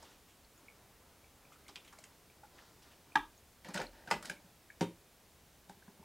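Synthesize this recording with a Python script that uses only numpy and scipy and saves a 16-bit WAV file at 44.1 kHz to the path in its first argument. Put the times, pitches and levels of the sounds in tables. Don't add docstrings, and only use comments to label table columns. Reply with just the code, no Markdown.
import sys
import numpy as np
from scipy import signal
from scipy.fft import rfft, irfft
from scipy.io import wavfile

SR = 44100
rng = np.random.default_rng(int(sys.argv[2]) if len(sys.argv) > 2 else 0)


def rack_gain(trim_db):
    fader = np.asarray(trim_db, float)
    return 10 ** (fader / 20)


def put_to_file(sound):
    columns = np.atleast_2d(sound).T
    safe = np.clip(columns, -1, 1)
    whole_steps = np.round(safe * 32767)
    wavfile.write(sys.argv[1], SR, whole_steps.astype(np.int16))


N = 266496
TOP_HZ = 15830


def band(x, lo_hz, hi_hz):
    edges_hz = [lo_hz, min(hi_hz, 0.45 * SR)]
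    return signal.sosfilt(signal.butter(2, edges_hz, "bandpass", fs=SR, output="sos"), x)


def unit(x, peak=False):
    return x / (np.abs(x).max() if peak else np.sqrt(np.mean(x ** 2)))


def add(track, s, x):
    i = int(s * SR)
    track[i:i + len(x)] += x[:N - i]


def contact(ms, rise_ms, size=9000):
    t_ms = np.arange(size) / SR * 1000
    rise = 1 - np.exp(-(t_ms / rise_ms) ** 2)
    return rng.standard_normal(size) * np.exp(-t_ms / ms) * rise


def strike(modes, rise_ms, cycles=0.86, size=9000):
    hz, width_hz, db = np.transpose(modes)[:, :, None]
    t = np.arange(size) / SR
    phase = 2 * np.pi * rng.random(hz.shape)
    waves = rack_gain(db) * np.exp(-np.pi * width_hz * t) * np.sin(2 * np.pi * hz * t + phase)
    rise_s = rise_ms / 1000 + cycles / hz
    build_up = 1 - np.exp(-(t / rise_s) ** 2)
    return unit(np.sum(waves * build_up, axis=0), True)


def ring(x, modes):
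    out = 0
    for k, (hz, width_hz, db) in enumerate(modes):
        r = np.exp(-np.pi * width_hz / SR)
        poles = [1, -2 * r * np.cos(2 * np.pi * hz / SR), r * r]
        sign = (-1) ** k
        out = out + sign * rack_gain(db) * signal.lfilter([1 - r * r, 0, r * r - 1], poles, x)
    return out


def contacts(table, octaves, edge_hz, ms, growth):
    out = np.zeros(N)
    for s, db, hz, crack_db in table:
        length_ms = ms * rack_gain(growth * (-45.5 - max(db, crack_db)))
        force = contact(length_ms, 0.31 * length_ms)
        body = unit(band(force, hz / 2 ** octaves, hz * 2 ** octaves), True)
        crack = unit(band(force, edge_hz, 8740), True)
        add(out, s - 0.001, rack_gain(db) * body + rack_gain(crack_db) * crack)
    return out


def mode_pairs(table, width_hz, loss, rise_ms, rise_cycles):
    out = np.zeros(N)
    for s, db, hz in table:
        wide_hz = width_hz + loss * hz
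        pair = [(hz, wide_hz, 0), (hz * 1.079, wide_hz * 0.92, -7)]
        add(out, s - 0.001, rack_gain(db - 1.0) * strike(pair, rise_ms + 1000 * rise_cycles / hz))
    return out


def grains(rate, scatter_db):
    chance = rng.random((3, N))
    slips = chance[0] < rate / SR
    size = rack_gain(-scatter_db * np.log(chance[1] + 0.032))
    return slips * size * np.sign(chance[2] - 0.5)


def strokes(table, rise_s, fade_db_s):
    t = np.arange(N) / SR
    s, db, hold_s, bright_db = np.transpose(table)[:, :, None]
    rise_db = 30 * np.maximum(s - t, 0) / rise_s
    fade_db = fade_db_s * np.maximum(t - s - hold_s, 0)
    gain = rack_gain(db - rise_db - fade_db)
    dull = np.sqrt(np.sum(gain ** 2, axis=0))
    bright = np.sqrt(np.sum((gain * rack_gain(bright_db)) ** 2, axis=0))
    return dull, bright


def coloured(points, db):
    hz = np.fft.rfftfreq(N, 1 / SR) + 1
    table = np.array(points)
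    shape = rack_gain(np.interp(np.log(hz), np.log(table[:, 0]), table[:, 1]))
    spectrum = rfft(rng.standard_normal(N)) * shape * (hz < TOP_HZ)
    return rack_gain(db) * unit(irfft(spectrum, N))


# (frequency [Hz], density [dB per Hz])
SHARED_NOISE = [(13, -22), (22, -10.5), (70, -2), (92, -5.5), (260, -10), (725, -13.5), (1260, -18),
                (15800, -26)]
# (frequency [Hz], density [dB per Hz])
APART_NOISE = [(13, -30), (22, -3), (151, -8.5), (178, -12), (317, -14), (1100, -21), (13000, -20.5),
               (15800, -22)]


def floor():
    mid = coloured(SHARED_NOISE, -64)
    side = coloured(APART_NOISE, -78)
    return np.array([mid + side, mid - side])


# (time [s], level [dB], hold [s], brightness [dB])
SHIFTS = [
    (0.02, -58, 0.025, -2),
    (.56, -67.5, 0.6, -14),
    (1.4, -66.5, 0.2, -12),
    (1.8, -65, 0.31, -4.5),
    (2.59, -58, .02, -4),
    (2.86, -62, 0.029, -4),
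    (3.12, -65, .005, -10),
    (5.94, -72, .1, -18),
]
# (time [s], level [dB], hold [s], brightness [dB])
FLICKS = [
    (1.69, -49, 0.0014, 0),
    (1.76, -53, .003, -23),
    (2.44, -61, .003, -24),
    (5.72, -61, .003, -18),
]


def rustle():
    shifts = strokes(SHIFTS, rise_s=0.19, fade_db_s=78)
    flicks = strokes(FLICKS, rise_s=0.013, fade_db_s=800)
    level, bright = np.hypot(shifts, flicks)
    folds = grains(4000, 1.5)
    low = level * unit(band(folds, 176, 1660))
    high = bright * unit(band(folds, 2400, 5400))
    return rack_gain(-5.5) * (low + high)


# (frequency [Hz], T60 [s])
ROOM_T60 = [(400, 0.26), (1000, 0.22), (2500, 0.21), (6000, 0.14), (12000, 0.22)]
# (delay [ms], level [dB])
ECHOES = [(9.0, -17.5), (16.0, -12), (25.0, -28)]


def room(size=16000):
    t = np.arange(size) / SR
    noise = rng.standard_normal(size)
    tail = sum(band(noise, hz / 1.45, hz * 1.686) * 1000. 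** (-t / t60) for hz, t60 in ROOM_T60)
    tail = tail * (1 - np.exp(-(t * 1000 / 5.1) ** 2))
    echoes = np.zeros(size)
    for ms, db in ECHOES:
        echoes[int(ms / 1000 * SR)] = rack_gain(db)
    out = rack_gain(-4) * tail / np.sqrt(np.sum(tail ** 2)) + band(echoes, 530, 3700)
    out[0] = 1
    return out


# (time [s], peak [dB], centre [Hz], crack [dB])
TICKS = [(.025, -48.5, 830, -52), (.05, -52, 2600, -62), (.1, -58, 2200, -60), (.28, -58.5, 2500, -62),
         (1.521, -54, 2550, -54.5), (1.681, -44, 3130, -49), (1.758, -35, 3280, -55),
         (1.763, -40.5, 3030, -56), (1.845, -51.5, 2800, -54.5), (1.875, -50, 2800, -53.5),
         (1.925, -50.5, 1350, -53), (1.987, -54, 3630, -44.5), (2.039, -45, 2180, -44),
         (2.582, -49.5, 2400, -62), (2.818, -56, 3830, -61), (2.91, -55.5, 2800, -64)]


def ticks():
    return contacts(TICKS, octaves=0.54, edge_hz=4200, ms=5.8, growth=1)


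# (time [s], peak [dB], ring [Hz])
PINGS = [(.448, -56.5, 4200), (.578, -54.5, 6750), (.684, -45, 2250), (1.243, -56, 2330),
         (1.451, -57, 2380), (1.52, -53.5, 1260), (1.56, -55.5, 1330), (1.664, -56, 2120),
         (1.985, -54, 2150), (1.989, -52, 663), (2.3, -57, 2380), (2.433, -47, 817), (5.696, -48, 760),
         (5.697, -51, 1580), (5.824, -54.5, 1590), (5.879, -60, 1610), (6.029, -52, 883),
         (2.436, -54, 1390), (2.589, -52.5, 1760)]


def pings():
    return mode_pairs(PINGS, width_hz=75, loss=0.015, rise_ms=1.1, rise_cycles=0)


# (time [s], peak [dB], ring [Hz])
RATTLES = [(3.12, -52, 2400), (3.166, -27.5, 1164), (3.378, -55.5, 6540), (3.742, -41, 8030),
           (3.774, -33, 1480), (3.775, -40.5, 8100), (3.779, -39.5, 6200), (3.805, -51, 9150),
           (3.814, -36, 1470), (3.867, -44.5, 4210), (4.075, -44.5, 1566), (4.247, -42, 1500),
           (4.255, -45, 8700), (4.298, -31.5, 1587), (4.298, -42, 2400), (4.366, -54.5, 2230),
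           (4.702, -42.5, 1680), (4.702, -52.5, 2250), (4.825, -36, 470), (4.827, -38, 890)]


def rattles():
    return mode_pairs(RATTLES, width_hz=70, loss=0.014, rise_ms=1.1, rise_cycles=0)


# (time [s], peak [dB], blur [dB], crack [dB], contact [ms])
BLOWS = [
    (3.1543, -14, -23, -39, 1.8),
    (4.1103, -21, -24.5, -28, 6.7),
    (4.809, -19, -32.5, -33.5, 12.2),
]
# (frequency [Hz], width [Hz], level [dB])
LATCH = [(144, 17.4, -33), (294, 53, -20), (410, 79, -17.5), (760, 138, -4.5), (883, 117, 6),
         (1247, 120, -10), (1654, 96, 2), (1910, 130, -5), (2250, 320, -62), (2620, 340, -18),
         (3200, 300, -13), (3645, 250, -4.5), (4430, 310, -8), (5600, 450, -16)]
LID = [(201, 32, -19), (293, 37, -23), (365.4, 17, -15), (600, 44, 2.5), (820, 45, 3.5), (920, 51, 7.5),
       (1185, 115, 9), (1470, 46, 2), (1590, 200, 2), (2014, 23, -3.5), (2400, 110, -15), (3040, 95, -21),
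       (5130, 180, 7.5), (8550, 500, -19)]
BASE = [(110.4, 7.9, -23), (172, 15, -4.5), (237, 51, -3), (338.5, 22.6, -10.5), (411, 28, -9),
        (535, 27, -11), (760, 59, -6), (933, 25, -13), (1610, 165, -6.5), (2150, 27, -28), (2600, 80, -24),
        (2960, 120, -19), (3680, 8.9, -34), (5860, 500, 0)]


def blows():
    out = np.zeros(N)
    # modes, rise in ms, lowest frequency of the blur in Hz
    parts = ((LATCH, 3.4, 132), (LID, 1.06, 474), (BASE, 0.78, 133))
    for (s, db, blur_db, crack_db, ms), (modes, rise_ms, low_hz) in zip(BLOWS, parts):
        blur = unit(band(contact(ms * 1.73, rise_ms), low_hz, 3030), True)
        crack = unit(band(contact(ms, rise_ms / 2), 2000, 8140), True)
        add(out, s, rack_gain(db) * strike(modes, rise_ms) + rack_gain(blur_db) * blur + rack_gain(crack_db) * crack)
    return out


# (time [s], peak [dB], frequency [Hz])
SWAYS = [
    (3.17, -54.5, 36.8),
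    (3.8, -55, 41.2),
    (4.13, -57, 45.6),
    (4.442, -55.5, 188),
]


def sways():
    return mode_pairs(SWAYS, width_hz=0, loss=0.16, rise_ms=0, rise_cycles=1.1)


# (time [s], peak [dB], centre [Hz], crack [dB])
PARTS = [(3.646, -44, 2480, -47.5), (3.686, -42, 1320, -47), (3.743, -36.5, 2100, -31),
         (3.757, -39, 1140, -41), (3.776, -32, 2790, -51), (3.790, -33.5, 600, -60),
         (3.806, -48, 1120, -59), (3.816, -39.5, 2190, -42), (3.845, -48, 600, -68),
         (4.104, -39, 1500, -41), (4.226, -42, 1770, -41), (4.248, -46, 1470, -46),
         (4.255, -51, 1940, -35.5), (4.297, -54, 2400, -35.5), (5.695, -47.5, 690, -48),
         (5.878, -54, 866, -68), (5.993, -56, 716, -70), (3.737, -59, 2500, -46), (4.062, -52, 600, -60),
         (4.074, -54, 3300, -51)]


def part_knocks():
    return contacts(PARTS, octaves=0.5, edge_hz=1800, ms=4.7, growth=0.014)


# (time [s], level [dB], hold [s], brightness [dB])
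SLIDES = [
    (3.65, -54, 0.058, 0.5),
    (3.746, -42.5, 0.028, 1),
    (3.8, -42.5, 0.01, -0.5),
    (3.93, -62.5, 0.11, -3),
    (4.078, -49, .003, -2),
    (4.118, -36, 0.0047, -2),
    (4.235, -55.5, 0.047, 5),
    (4.298, -49.5, 0.0014, 3.5),
    (4.4, -72.5, 0.099, 2),
]
# (frequency [Hz], width [Hz], level [dB])
HOUSING = [(198, 144, 3.5), (398, 130, -2), (555, 98, 5.5), (893, 165, 1.5), (1500, 300, -1.5),
           (1824, 240, 0.5), (2400, 330, -7), (2930, 230, -10.5)]


def slides():
    level, bright = strokes(SLIDES, rise_s=0.0075, fade_db_s=344)
    slips = grains(2600, 3.7)
    housing = level * unit(ring(slips, HOUSING))
    scrape = rack_gain(-9.0) * bright * unit(band(slips, 3350, 5350))
    return rack_gain(-0.5) * (housing + scrape)


# (time [s], peak [dB])
THUDS = [(4.145, -41), (4.159, -44.5), (3.684, -42.5), (3.749, -36.5), (3.757, -45), (3.79, -48),
         (3.807, -43), (3.846, -69), (4.226, -57), (4.247, -63), (4.301, -46.5), (5.693, -50),
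         (5.765, -55.5), (5.877, -49.5), (5.992, -51)]
# (frequency [Hz], width [Hz], level [dB])
COUNTER = [(184.8, 41, 6), (247.5, 51, -2), (382, 46, -18.5), (376, 61, -4)]


def thuds():
    out = np.zeros(N)
    for s, db in THUDS:
        add(out, s - 0.001, rack_gain(db) * strike(COUNTER, rise_ms=4.6))
    return out


def scene():
    person = rustle() + ticks() + pings()
    brewer = rattles() + blows() + part_knocks() + slides()
    counter = sways() + thuds()
    near = person + brewer + counter
    return signal.fftconvolve(near, room())[:N] + floor()


def top_cut(x):
    return signal.sosfilt(signal.butter(12, 16430, fs=SR, output="sos"), x)


def record(dry):
    low_pass = signal.ellip(8, 0.2, 70, TOP_HZ, fs=SR, output="sos")
    mix = signal.sosfilt(low_pass, dry)
    return top_cut(mix)


dry = scene()
out = record(dry)
put_to_file(out)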